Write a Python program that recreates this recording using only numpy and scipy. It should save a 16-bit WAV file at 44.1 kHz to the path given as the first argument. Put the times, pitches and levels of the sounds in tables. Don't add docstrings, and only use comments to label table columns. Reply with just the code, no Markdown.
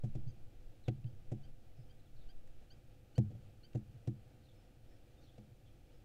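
import sys
import numpy as np
from scipy import signal
from scipy.fft import rfft, irfft
from scipy.io import wavfile
from scipy.ndimage import uniform_filter1d

SR = 44100
rng = np.random.default_rng(int(sys.argv[2]) if len(sys.argv) > 2 else 0)


def store_pcm(level_fs):
    pcm = np.round(np.clip(level_fs, -1, 1) * 32767).astype(np.int16)
    wavfile.write(sys.argv[1], SR, np.atleast_2d(pcm).T)


N = 266672


def gain_of(db):
    return 10 ** (np.asarray(db) / 20)


def evened(x):
    return x / np.sqrt(np.mean(x ** 2) + 1e-20)


def add(mix, start_s, sound):
    part = mix[round(start_s * SR):][:len(sound)]
    part += sound[:len(part)]


def swell(t, rise_ms, t60):
    shape = (1 - np.exp(-1000 * t / rise_ms)) ** 2 * gain_of(-60 * t / t60)
    return shape / shape.max()


def coloured(size, points, modes=()):
    hz = np.fft.rfftfreq(size, 1 / SR)
    point_hz, point_db = np.transpose(points)
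    shape_db = np.interp(np.log(hz + .1), np.log(point_hz + .1), point_db)
    for centre_hz, width_hz, top_db in modes:
        shape_db = shape_db + top_db / (1 + (2 * (hz - centre_hz) / width_hz) ** 2)
    spectrum = rfft(rng.standard_normal(size)) * gain_of(shape_db)
    return evened(irfft(spectrum, size))


def ring(force, hz, t60):
    radius = np.exp(-np.log(1000) / (t60 * SR))
    turn = 2 * np.pi * hz / SR
    numerator = [0, radius * np.sin(turn)]
    denominator = [1, -2 * radius * np.cos(turn), radius * radius]
    return signal.lfilter(numerator, denominator, force)


def echoed(call, wet_db, t60):
    echoes = rng.standard_normal(8192) * gain_of(-60 * np.arange(8192) / (t60 * SR))
    trail = gain_of(wet_db) * signal.fftconvolve(call, echoes / np.linalg.norm(echoes))
    add(trail, 0, call)
    return trail


# (f/Hz, relative level per Hz/dB)
RUMBLE_SPECTRUM = [(15, -19), (30, 12.5), (55, 7.5), (80, 4), (130, -34.5)]
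# (f/Hz, relative level per Hz/dB)
HUSH_SPECTRUM = [(100, -49), (170, -32.5), (211, 4), (249, -2), (284, -0.5), (347, -4.5), (397, -9),
                 (424, -9), (509, -7), (823, -13.5), (1020, -29), (1230, -16.5), (2380, -14), (9000, -31.5),
                 (11700, -78), (19800, -120)]
# (f/Hz, width/Hz, bump or dip level/dB)
BOX_COLOUR = [(300, 67, 2.5), (353, 73, 5), (499.5, 82, 8.5), (731, 184, 4.5), (982, 470, 5.5),
              (1580, 170, 1.5), (1800, 620, -3), (2150, 61, -10.5)]
HUSH_DB, RUMBLE_DB, HISS_DB = -70, -65.5, -91


def hush():
    drift = uniform_filter1d(rng.standard_normal(N), 3000)
    drift = evened(uniform_filter1d(drift, 3000))
    level_db = HUSH_DB + 0.8 * drift
    rumble = gain_of(RUMBLE_DB) * coloured(N, RUMBLE_SPECTRUM)
    hiss = gain_of(HISS_DB) * rng.standard_normal(N)
    return gain_of(level_db) * coloured(N, HUSH_SPECTRUM, BOX_COLOUR) + rumble + hiss


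# (t/s, level/dB)
BUFFET_LEVELS = [(0.0, -49.5), (0.03, -45.5), (0.23, -38), (0.42, -54.5), (0.66, -44), (0.74, -55.5),
                 (1.53, -45.5), (1.56, -57), (2.02, -52.5), (2.05, -61), (2.21, -43), (2.71, -49.5),
                 (2.75, -59), (3.2, -58), (4.8, -67.5), (4.83, -56.5), (5.04, -63), (6.05, -64.5)]
# (f/Hz, relative level per Hz/dB)
BUFFET_SPECTRUM = [(0.59, -11), (1.0, 6.5), (16, 1.5), (24, -14.5), (35, -12), (55, -18), (77, -120)]
# (f/Hz, relative gain/dB, t60/s)
BOARD_HUMS = [(105, -0.5, 0.14), (115, 2.5, 0.12), (134.6, -10, 0.35)]
HUM_DB = -65.5
SHAKE_DB, SHAKE_T60, SHAKE_RISE_MS = -21, 0.79, 35


def wind():
    t = np.arange(N) / SR
    point_s, point_db = np.transpose(BUFFET_LEVELS)
    buffeting = gain_of(np.interp(t, point_s, point_db)) * coloured(N, BUFFET_SPECTRUM)
    force = rng.standard_normal(N)
    hum = evened(sum(gain_of(db) * ring(force, hz, t60) for hz, db, t60 in BOARD_HUMS))
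    hum_gain = np.full(N, gain_of(HUM_DB))
    for start_s, _, floor_db, *_ in FOOTFALLS:
        shake = gain_of(floor_db + SHAKE_DB) * swell(t[:SR], SHAKE_RISE_MS, SHAKE_T60)
        add(hum_gain, start_s, shake)
    return buffeting + hum_gain * hum


# (t/s, length/s, first f/Hz, last f/Hz, level before fades and echoes/dB, blur/Hz)
FAR_WARBLES = [(0.828, 0.052, 4340, 3330, -78, 252), (1.754, 0.1, 5140, 5140, -86.5, 300),
               (1.99, 0.027, 4220, 3760, -83.5, 200), (2.056, 0.025, 3760, 3330, -80, 200),
               (2.155, 0.06, 4330, 4000, -80, 695), (2.202, 0.043, 3790, 3460, -79, 300),
               (4.425, 0.055, 4150, 4020, -81, 600), (4.478, 0.05, 3700, 3230, -78, 250),
               (4.54, 0.08, 5250, 5220, -88, 90), (4.87, 0.093, 5270, 5270, -87, 500),
               (4.904, 0.028, 1780, 1950, -81, 200), (5.161, 0.1, 3560, 3950, -85, 150),
               (5.198, .08, 6270, 5400, -87, 900), (5.21, 0.06, 4580, 4030, -80.5, 500),
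               (5.257, 0.055, 3850, 3064, -76, 400), (5.652, 0.046, 3550, 3130, -79, 410),
               (5.92, 0.065, 5200, 5300, -89, 400)]


def warble(length, first_hz, last_hz, db, blur_hz):
    size = int(length * SR)
    real, imaginary = rng.standard_normal((8192, 2)).T
    pole = np.exp(-np.pi * blur_hz / SR)
    smear = signal.lfilter([1], [1, -2 * pole, pole * pole], real + 1j * imaginary)[-size:]
    phase = 2 * np.pi * np.cumsum(np.linspace(first_hz, last_hz, size)) / SR
    whistle = evened((smear * np.exp(1j * phase)).real)
    call = gain_of(db) * whistle * signal.windows.tukey(size, .5)
    return echoed(call, wet_db=-4.0, t60=0.58)


# (t/s, length/s, third partial's first f/Hz and top f/Hz, share of the note at the top,
#                third, second and fourth partial level before fades and echoes/dB)
CLOSE_CHEEPS = [(0.27, .048, 4010, 4910, .54, -76, -84, -78.5),
                (1.06, 0.022, 4340, 4770, 0.99, -81, -77, -99),
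                (1.429, .03, 4320, 4750, 0.95, -77, -72.5, -93),
                (1.893, 0.026, 4450, 4780, 0.85, -79, -73, -94),
                (2.285, 0.03, 4110, 4835, 0.77, -73, -69, -89),
                (2.7, 0.0314, 4000, 4820, 0.83, -69, -69.5, -82),
                (3.15, 0.03, 4040, 4680, 0.94, -67.5, -71, -87),
                (3.629, .033, 3940, 4710, 0.83, -68.5, -72.5, -86)]
LOW_SWELL_DB = 5
FIRST_DB = -9
CHEEP_EDGES = 0.46


def cheep(length, first_hz, top_hz, top_share, third_db, second_db, fourth_db):
    share = np.arange(0, length, 1 / SR) / length
    third_hz = top_hz - (top_hz - first_hz) * (1 - share / top_share) ** 2
    phase = 2 * np.pi * np.cumsum(third_hz) / (3 * SR)
    low_db = second_db - LOW_SWELL_DB * (1 - share)
    levels = [low_db + FIRST_DB, low_db, third_db, fourth_db + low_db - second_db]
    note = np.zeros(len(share))
    for number, db in enumerate(levels, start=1):
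        note += np.sqrt(2) * gain_of(db) * np.sin(number * phase)
    return echoed(note * signal.windows.tukey(len(share), CHEEP_EDGES), wet_db=-7.5, t60=0.081)


# (f/Hz, relative level per Hz/dB)
CLAW_SPECTRUM = [(600, -62), (1000, 2), (1500, 7.5), (2300, 6.5), (3200, 4.5), (4200, 1), (7000, 0),
                 (11000, -16), (15500, -20)]
# (t/s, level/dB, relative treble level/dB)
LONE_TICKS = [(0.8385, -75, 6), (1.0151, -78, 2), (1.331, -94, -5), (2.4736, -71, 7), (3.1572, -71, 9.5),
              (3.304, -76.5, 13), (3.732, -68, -2), (3.7746, -72, 3)]
SNAP_HZ, SNAP_WIDTH_HZ = 2930, 1400
SNAP_PER_DB = 1.06


def tick(db, treble_db, rise_ms, t60):
    t = np.arange(2048) / SR
    roughness = evened(uniform_filter1d(rng.standard_normal(2048), 30))
    grit = evened(gain_of(3.0 * roughness))
    colour = [(hz, level_db + treble_db * (hz > 5000)) for hz, level_db in CLAW_SPECTRUM]
    snap = (SNAP_HZ, SNAP_WIDTH_HZ, -SNAP_PER_DB * min(treble_db, 0))
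    return gain_of(db) * swell(t, rise_ms, t60) * grit * coloured(2048, colour, [snap])


# (t/s, knock level/dB, floor level/dB, then wall, panel and air level against the floor/dB,
#             claw level/dB, claw relative treble level/dB, claw t60/s,
#             second toe's delay/s and its level against the first/dB)
FOOTFALLS = [(0.035, -44.5, -40, 0, -4.5, -9.5, -67, 5, 0.09, .007, -5.5),
             (0.15, -47.5, -45.5, 3.5, -6.5, 0, -67.5, 1, 0.062, .005, -4.5),
             (0.264, -71, -47.5, -2.5, -11.5, -21, -90, -2, 0.04, .005, -5),
             (0.878, -45, -38, 0, -6, 0, -58, -8, 0.032, .004, 10),
             (1.042, -63, -44.5, -7, -14.5, -14.5, -66.5, -9, 0.015, .005, -8),
             (1.315, -46.5, -44.5, 3, -1.5, 2, -68.5, 2, 0.043, .005, 5),
             (1.785, -82, -56, -2, -14, -8, -89, -2, 0.04, .005, -5),
             (3.179, -33.5, -31.5, -7, -2, -4, -54, 3.5, 0.03, .006, -5.5),
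             (3.302, -59, -60, 13, 0, 3, -82, -2, 0.045, .012, 3.5),
             (3.348, -57, -54, -1, -9, -11, -80, -2, 0.04, .005, -7),
             (3.747, -46, -40, -26, -4, 0.5, -68, 1, 0.037, .0065, 5),
             (3.943, -75, -60.5, -7, -13, -27, -85, -2, 0.04, .005, -5),
             (4.073, -45, -40, -1, -4, 1.5, -59.5, 0.5, 0.043, .004, -10.5),
             (5.378, -51.5, -61, -8, 6, 3.5, -70.5, 0, 0.055, .006, -9),
             (5.51, -79, -63, -14, -10, -14, -84, -2, 0.04, .005, -5)]
# (part, f/Hz, peak level against its part/dB, t60/s, rise/ms)
BOX_MODES = [("floor", 120.4, 10.04, 0.1, 9.2), ("joist", 95, 4.2, 0.65, 8.1),
             ("wall", 138, -2.3, 0.37, 2.5), ("panel", 209, 0.21, 0.19, 12.5),
             ("air", 295.4, -3.7, 0.13, 3.8), ("air", 335, -3.9, 0.13, 3.85),
             ("knock", 389, -12, 0.12, 1.8), ("knock", 499, -1.7, 0.024, 2.2),
             ("knock", 562, -12, 0.057, 1.24), ("knock", 730, -10.5, 0.046, 1.86),
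             ("knock", 835, -23, 0.084, 0.84)]
JOIST_DB = -16.5
CLAW_RISE_MS = 0.77


def step(knock_db, floor_db, wall_db, panel_db, air_db, claw_db, treble_db, claw_t60, toe_s, toe_db):
    t = np.arange(SR // 2) / SR
    parts_db = dict(floor=floor_db, joist=floor_db + JOIST_DB, wall=floor_db + wall_db,
                    panel=floor_db + panel_db, air=floor_db + air_db, knock=knock_db)
    footfall, knock = np.zeros((2, len(t)))
    for part, hz, db, t60, rise_ms in BOX_MODES:
        envelope = gain_of(parts_db[part] + db) * swell(t, rise_ms, t60)
        mode = envelope * np.sin(2 * np.pi * hz * t)
        add(knock if part == "knock" else footfall, 0, mode)
    for delay_s, db in [(0, 0), (toe_s, toe_db)]:
        add(footfall, delay_s, gain_of(db) * knock)
        add(footfall, delay_s, tick(claw_db + db, treble_db, CLAW_RISE_MS, claw_t60))
    return footfall


def scene():
    mix = hush() + wind()
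    for start_s, *how in FAR_WARBLES:
        add(mix, start_s, warble(*how))
    for start_s, *how in CLOSE_CHEEPS:
        add(mix, start_s, cheep(*how))
    for start_s, *how in LONE_TICKS:
        add(mix, start_s, tick(*how, rise_ms=0.64, t60=0.021))
    for start_s, *how in FOOTFALLS:
        add(mix, start_s, step(*how))
    return mix[None]


def record(dry):
    low_pass = signal.firwin(1023, 15680, window=("kaiser", 9), fs=SR)
    return signal.oaconvolve(dry, low_pass[None], "same")


dry = scene()
out = record(dry)
store_pcm(out)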